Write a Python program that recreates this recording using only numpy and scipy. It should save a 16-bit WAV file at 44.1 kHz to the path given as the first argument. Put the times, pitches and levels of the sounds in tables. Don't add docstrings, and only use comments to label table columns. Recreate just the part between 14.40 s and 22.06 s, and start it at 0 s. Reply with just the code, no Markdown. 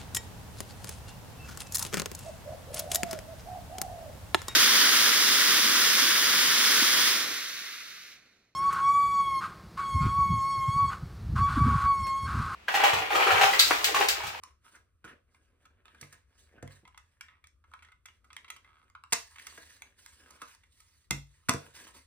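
import sys
import numpy as np
from scipy import signal
from scipy.fft import rfft, irfft, next_fast_len
from scipy.io import wavfile
from scipy.ndimage import uniform_filter1d

SR = 44100
rng = np.random.default_rng(int(sys.argv[2]) if len(sys.argv) > 2 else 0)


def materialize(psi):
    bounded = np.clip(np.atleast_2d(psi).T, -1, 1)
    quanta = np.round(bounded * 32767).astype(np.int16)
    wavfile.write(sys.argv[1], SR, quanta)


N = 337806


def gain_of(db):
    return 10 ** (np.asarray(db) / 20)


def evened(x):
    return x / np.sqrt(np.mean(x ** 2) + 1e-20)


def read(points, hz):
    f, value = np.transpose(points)
    return np.interp(np.log(hz + 1), np.log(f + 1), value)


def add(mix, s, sound):
    part = mix[round(s * SR):][:len(sound)]
    part += sound[:len(part)]


def filtered(x, curve):
    size = next_fast_len(x.shape[-1])
    gain = gain_of(read(curve, np.fft.rfftfreq(size, 1 / SR)))
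    return irfft(rfft(x, size) * gain, size)[..., :x.shape[-1]]


def coloured(x, spectrum):
    return evened(filtered(x, spectrum))


def noise(count=N):
    return rng.standard_normal(count)


def highpass(x, hz):
    return signal.sosfilt(signal.butter(4, hz, "high", fs=SR, output="sos"), x)


def ring(modes, seconds, tilt_db=0, detune=1):
    hz, db, t60 = np.transpose(modes)[:, :, None]
    t = np.arange(round(seconds * SR)) / SR
    tilt = tilt_db * np.log2(hz / hz.mean())
    decay = gain_of(db + tilt - 60 * t / t60)
    out = (decay * np.sin(2 * np.pi * hz * detune * t)).sum(0)
    return out / abs(out).max()


# pitch in Hz, phase lead in radians.
PORT_LEAD = [(0, 0), (1500, .3), (3100, 2.0), (4400, 1.0), (5900, 4.2), (7000, 3.1), (9000, .2),
             (9560, -.1), (11000, -2.9), (12300, -3.4), (13300, -6.1), (14400, -6.4), (15400, -9.0),
             (16300, -9.6)]
# pitch in Hz, left minus right in dB.
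PORT_BALANCE = [(60, 6.5), (110, -9), (200, 2.5), (380, -5), (700, 4), (1290, -1), (2380, 0), (4400, -9),
                (8120, -1.5), (15000, 2.5)]


def ports(x):
    size = next_fast_len(N + 4096)
    hz = np.fft.rfftfreq(size, 1 / SR)
    side = np.array([[.5], [-.5]])
    phase = np.exp(1j * side * read(PORT_LEAD, hz))
    balance = gain_of(side * read(PORT_BALANCE, hz))
    return irfft(rfft(x, size) * phase * balance, size)[:, :N]


# pitch in Hz, level in dB.
WALLS = [(60, -25), (300, -5), (550, -1), (900, -2), (1400, -1), (3000, -6.5), (6000, -7.5), (9000, -12.5),
         (16000, -40.5)]


def sides(x):
    return filtered(x, WALLS)


# pitch in Hz, relative level in dB per Hz.
AIR = [(12, -30), (20, -10), (77, 18), (104, 3.5), (146, -5.5), (574, -19.5), (825, -32), (1220, -13.5),
       (2200, -29.5), (2460, -23), (4180, -33), (9670, -29.5), (11400, -34.5), (14300, -35), (16000, -75.5)]


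def air():
    air_db = -70.5
    shared, left, right = (coloured(noise(), AIR) for _ in range(3))
    return gain_of(air_db) * (ports(shared) + sides(np.array([left, right])))


# pitch in Hz, time to fall by 60 dB in seconds.
ROOM = [(150, 0.076), (500, 0.3), (1500, 0.2), (4000, 0.3), (9000, 0.24), (15000, 0.3)]


def room(x):
    taps = np.zeros((2, SR // 2))
    slots = np.arange(200, SR // 2 - 20, 20)
    at = slots + rng.integers(0, 20, (2, len(slots)))
    np.put_along_axis(taps, at, rng.choice([-1., 1.], at.shape), 1)
    hz, t, z = signal.stft(taps, SR, nperseg=256)
    decay = gain_of(-60 * t / read(ROOM, hz)[:, None])
    tail = signal.istft(z * decay, SR, nperseg=256)[1]
    return signal.fftconvolve(x[None], tail / np.linalg.norm(tail[0]), axes=1)[:, :N]


def grains(per_s, spread_db, smooth):
    size = gain_of(spread_db * np.minimum(rng.exponential(1, N), 5))
    happens = rng.random(N) < per_s / SR
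    return evened(size * happens * rng.choice([-1., 1.], N)) + smooth * noise()


def resonate(x, hz, width):
    turn = np.exp(2j * np.pi * np.cumsum(hz) / SR)
    r = np.exp(-np.pi * width / SR)
    return 2 * (turn * signal.lfilter([1 - r], [1, -r], x / turn)).real


def crinkled(x):
    depth_db = 2.5
    z = signal.stft(x, nperseg=512)[2]
    patches = uniform_filter1d(noise(z.shape), size=9, axis=0)
    patches = evened(uniform_filter1d(patches, size=7, axis=1))
    return evened(signal.istft(z * gain_of(depth_db * patches), nperseg=512)[1][:len(x)])


# start in seconds, length in seconds,
# then the levels in dB of the rub on the shell, the paper hiss and the drag on the table.
STROKES = [(0.034, 0.056, -70, -78, -77), (0.251, 0.04, -68, -67.5, -79), (0.331, 0.038, -68.5, -71, -76),
           (0.408, 0.07, -89.5, -100, -85), (0.675, 0.02, -55, -66, -63), (0.72, 0.014, -101, -104, -69),
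           (0.89, 0.27, -83, -93, -82.5), (0.94, 0.012, -88, -78, -99), (1.03, 0.0092, -88, -82, -94),
           (1.216, .03, -74.5, -79, -76), (1.307, 0.097, -80, -100, -78.5), (1.463, .13, -70, -78.5, -76),
           (1.621, 0.023, -66, -61, -67), (1.724, 0.019, -61, -66, -75.5), (1.89, 0.25, -77.5, -82, -82.5),
           (1.993, 0.028, -81, -67, -83), (2.141, 0.038, -73.5, -114, -65), (2.236, .13, -71, -80, -76),
           (2.321, 0.029, -83, -66, -85), (2.475, 0.29, -82, -85, -91.5), (2.824, 0.13, -71.5, -103, -89),
           (3.28, 0.21, -78.5, -85.5, -84.5), (3.657, 0.11, -83, -81.5, -87),
           (3.843, 0.34, -84, -86, -79.5), (4.23, 0.25, -77, -84, -84.5), (4.72, 0.23, -67, -65, -99),
           (4.997, 0.087, -61, -58.5, -76.5), (5.098, .27, -67.5, -61, -77),
           (5.421, 0.083, -73, -76, -77.5), (5.59, 0.14, -68.5, -62.5, -82),
           (5.786, 0.17, -66, -67.5, -71.5), (6.007, 0.12, -64, -63, -88), (6.18, 0.087, -80, -79.5, -94),
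           (6.327, .015, -92, -71.5, -90.5), (6.38, 0.25, -79, -71.5, -96), (6.871, 0.49, -79, -75, -96),
           (7.158, 0.11, -65, -66.5, -64.5), (7.356, 0.12, -57.5, -56.5, -66.5),
           (7.551, 0.026, -61, -56.5, -75)]


def strokes(t):
    rise_db_per_s, fall_db_per_s = 698.5, 282.5
    start, length, *levels = np.transpose(STROKES)[:, :, None]
    coarse = t[::64]
    before = np.maximum(start - coarse, 0)
    after = np.maximum(coarse - start - length, 0)
    shape_db = -rise_db_per_s * before - fall_db_per_s * after
    return [np.interp(t, coarse, gain_of(db + shape_db).sum(0)) for db in levels]


# time in seconds, pitch in Hz.
CUPPING = [(0.0, 1178), (0.32, 1484), (2.73, 1740), (3.05, 2113), (3.28, 1360), (3.73, 1966), (3.86, 1233),
           (3.95, 2000), (4.65, 1300), (4.69, 1896), (5.8, 1673), (6.01, 1270), (6.19, 1880), (7.0, 1893),
           (7.04, 1214), (7.66, 2090)]
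# pitch in Hz, relative level in dB per Hz.
RUB = [(600, -28), (950, -0.5), (1400, -3.5), (2200, 1.5), (3500, -7.5), (5000, -34.5), (7000, -35)]
HISS = [(1500, -20.5), (2500, -7.5), (4000, -5.5), (7000, -4.5), (9000, -4), (11500, -9), (14000, -16.5),
        (16000, -9)]
DRAG = [(100, -21), (180, 6.5), (300, 7.5), (500, 4), (750, -1), (1100, -34.5)]


def sliding():
    t = np.arange(N) / SR
    rub, hiss, drag = strokes(t)
    flicker = gain_of(2.1 * evened(uniform_filter1d(noise(), 700)))
    slips = grains(per_s=900.0, spread_db=5.0, smooth=0.98)
    hz = np.interp(t, *np.transpose(CUPPING))
    squeak = evened(resonate(resonate(slips, hz, 430.0), hz, 470.0))
    skin = rub * flicker * crinkled(0.55 * squeak + coloured(slips, RUB))
    paper = hiss * flicker * crinkled(coloured(grains(1400.0, 3.5, 6.9), HISS))
    dragging = drag * coloured(grains(270.0, 1.0, 0.13), DRAG)
    return skin + paper + dragging


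# start in seconds, peak in dB before the high-pass,
# hardness from 0 to 1 (harder favours the upper modes), time scale of the dying jolts in ms.
BUMPS = [(0.645, -43, 0.45, 37), (1.539, -59, 0.5, 13), (1.625, -41, 0.13, 4.3), (1.73, -58, 0.9, 20),
         (2.177, -51.5, 0.9, 6.4), (2.229, -32, 0.04, 7.3), (2.431, -54, 0.26, 13), (4.727, -32, 1, 2.4),
         (5.181, -46.5, 1, 2.7), (5.911, -59, 0.35, 6.6), (6.022, -48.5, 1, 6.4), (6.711, -25.5, 0, 22),
         (7.091, -19, 0.75, 17.4), (7.144, -23.5, 0.55, 2.9), (7.378, -56, 0.87, 42),
         (7.562, -52, 0.47, 8.2)]
# pitch in Hz, relative level in dB, time to fall by 60 dB in seconds.
TABLE = [(58.5, -23.5, 0.51), (96.1, -15.5, 0.44), (144.3, -7, 0.33), (198.4, 0.5, 0.097),
         (256.3, -4, 0.18), (317, 6, 0.052), (422, -7, 0.028), (476, 0, 0.055), (598, -8.5, 0.045),
         (680, -8, 0.088)]


def bumps():
    out, t = np.zeros(N), np.arange(4000) / SR
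    for s, peak_db, hard, ms in BUMPS:
        jolts = noise(len(t)) * np.exp(-t / (ms / 1000))
        jolts[0] = 0.75 * np.linalg.norm(jolts)
        soft = np.convolve(jolts, np.hanning(40))
        detune = 1 + .02 * noise((len(TABLE), 1))
        modes = ring(TABLE, 0.62, tilt_db=20. * (hard - .5), detune=detune)
        knock = signal.fftconvolve(modes, soft)
        add(out, s, gain_of(peak_db) * knock / abs(knock).max())
    return highpass(out, 70.)


# pitch in Hz, relative level in dB, time to fall by 60 dB in seconds.
HOLLOW = [(1170, -8, .035), (1280, 0, .04), (1380, -6, .035), (1520, -11, .03)]
LEVER = [(1502, -3.5, 0.037), (2000, -3.5, 0.023), (2382, -3, 0.021), (2192, 15.5, 0.015), (2666, 2, 0.11),
         (3284, 3.5, 0.066), (2980, -6, 0.36)]
# start in seconds, end in seconds, typical slip level in dB before ringing, rough slips a second.
CREAKS = [(2.888, 2.99, -63, 69), (3.393, 3.54, -60, 59), (4.249, 4.44, -55, 72)]


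def creaks():
    slips = np.zeros(N)
    for start, end, db, per_s in CREAKS:
        uneven, size = noise((30, 2)).T
        s = start + np.cumsum(np.exp(.2 * uneven)) / per_s
        inside = s < end
        slips[(s[inside] * SR).astype(int)] = gain_of(db + 2 * size[inside])
    shell = ring(HOLLOW, .05) + ring(LEVER, .05)
    damped = shell * np.exp(-np.arange(len(shell)) / SR / .009)
    return highpass(signal.oaconvolve(slips, damped)[:N], 900.)


def started(x):
    return x / np.sqrt(np.mean(x[:round(.006 * SR)] ** 2))


# start in seconds, then the levels in dB of the
# hollow ring, the lever ring and the crack (each over its first 6 ms, before the high-pass),
# pitch of the hollow ring in the grip in Hz, time scale of the crunch in ms.
TICKS = [(0.0353, -44, -63, -46, 1236, 1.57), (0.351, -53.5, -83, -62.5, 1577, 6.5),
         (0.643, -48.5, -58, -61.5, 1550, 7.5), (0.9463, -65, -63.5, -74, 1000, 1.9),
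         (1.254, -57.5, -64, -65, 1370, 3.3), (1.4554, -59, -57.5, -66.5, 1490, 1.4),
         (1.481, -63, -56.5, -81, 1270, 1.4), (1.5467, -57.5, -65, -70, 1460, 2.5),
         (1.6116, -56.5, -70, -44.5, 1720, 3), (1.6284, -55, -46.5, -70, 1230, 2),
         (1.7258, -58.5, -81, -54.5, 1680, 3.9), (2.1804, -56.5, -92, -88, 1510, 4.8),
         (2.226, -49.5, -65, -53.5, 1580, 2.7), (2.276, -61, -54, -58, 1040, 1.5),
         (2.4525, -55.5, -56, -84, 1020, 2.3), (2.4764, -53, -59.5, -63, 1040, 2.3),
         (2.5456, -55.5, -61, -90, 1020, 1.2), (2.5759, -54.5, -52, -54, 1340, 2.2),
         (2.8093, -52, -44.5, -47.5, 1610, 1.9), (2.8843, -69, -56, -84, 1250, 2.5),
         (3.041, -72, -53.5, -66, 1410, 2.1), (3.0704, -77, -66, -58.5, 1430, 1.5),
         (3.2405, -61, -71, -82, 1330, 3.3), (3.3152, -57.5, -71, -75, 1260, 2.2),
         (3.3369, -44.5, -54, -61.5, 1350, 2.2), (3.3915, -75, -59, -79, 1330, 1.9),
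         (3.4237, -61.5, -56, -65.5, 1390, 6), (3.4479, -77, -55.5, -67, 1340, 2.5),
         (3.4864, -65, -61, -88, 1460, 2.5), (3.5188, -65, -58, -71, 1440, 2.6),
         (3.6565, -60, -50, -51, 1540, 3), (3.6852, -65, -53.5, -71, 1420, 2.5),
         (3.844, -62.5, -68, -71, 1280, 4.2), (3.904, -54, -55.5, -83, 1290, 3.3),
         (3.9303, -66, -54.5, -55.5, 1310, 1.4), (3.9656, -57, -41, -49, 1330, 1.6),
         (4.0457, -60, -51.5, -74, 1380, 1.5), (4.0808, -64, -53.5, -68, 1150, 4.7),
         (4.102, -51.5, -40, -42.5, 1200, 2.15), (4.1632, -57.5, -54, -58, 1290, 3.7),
         (4.246, -65, -58, -81, 1320, 2.5), (4.4996, -64.5, -68.5, -68, 1120, 0.86),
         (4.551, -45, -56, -75.5, 1240, 1.7), (4.6377, -49, -54, -60.5, 1320, 0.94),
         (4.7232, -33.5, -28, -27.5, 960, 3.2), (4.7272, -43.5, -29.5, -24.5, 1110, 2),
         (4.732, -31, -41.5, -21.5, 1370, 2), (4.9593, -59, -51, -60, 1150, 2.8),
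         (4.9842, -62, -47.5, -59, 1100, 1), (5.0681, -51, -45.5, -42.5, 1410, 2.4),
         (5.1243, -56, -73, -63, 1240, 1.7), (5.1763, -49.5, -54, -55, 1670, 4.6),
         (5.4209, -59, -44.5, -47.5, 1660, 0.98), (5.6617, -54.5, -56, -50, 1570, 1),
         (5.9055, -55.5, -75, -53.5, 1050, 3.5), (6.0171, -40, -50, -48, 1250, 3.3),
         (6.1484, -64, -67.5, -60.5, 970, 1.3), (6.2353, -78, -61.5, -71, 1330, 3.1),
         (6.402, -69, -65, -57, 1240, 3), (6.708, -40.5, -28.5, -26, 1170, 1.6),
         (7.0868, -29, -36, -34, 1493, 3), (7.0926, -24, -25.5, -23, 1257, 2.2),
         (7.1362, -40, -55, -40, 1360, 1.8)]
# pitch in Hz, relative level in dB per Hz.
CRACK = [(500, -69.5), (1000, -23), (2000, -6.5), (3500, -13), (6000, -1.5), (8600, -3.5), (11500, -10),
         (14000, -13), (16000, -19.5)]


def ticks():
    first_slip = 0.59
    cup_hz, grip_t60_s = 1280, .045
    out, t = np.zeros(N), np.arange(2500) / SR
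    grip_decay = gain_of(-60 * t[:SR // 20] / grip_t60_s)
    for s, hollow_db, lever_db, crack_db, hz, ms in TICKS:
        u = t / (ms / 1000)
        crunch = (1 - np.exp(-u / 0.96)) * np.exp(-u)
        slips = noise(len(t)) ** 3 * crunch
        slips[0] = first_slip * np.linalg.norm(slips)
        for db, modes, grip in (hollow_db, HOLLOW, hz / cup_hz), (lever_db, LEVER, 1):
            detune = grip * (1 + .03 * noise((len(modes), 1)))
            held = ring(modes, .05, detune=detune) * grip_decay
            add(out, s, gain_of(db) * started(signal.fftconvolve(slips, held)))
        crack = coloured(noise(len(t)), CRACK) * crunch
        add(out, s, gain_of(crack_db) * started(crack))
    return highpass(out, 985.0)


def scene():
    near, table = ticks() + creaks() + sliding(), bumps()
    front_echo = gain_of(-13) * room(near)[0]
    side_echo = sides(room(near + table))
    return ports(near + table + front_echo) + side_echo + air()


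def record(dry):
    lowpass = signal.firwin(511, 16400, window=("kaiser", 9), fs=SR)
    return signal.oaconvolve(dry, lowpass[None], "same")


dry = scene()
out = record(dry)
materialize(out)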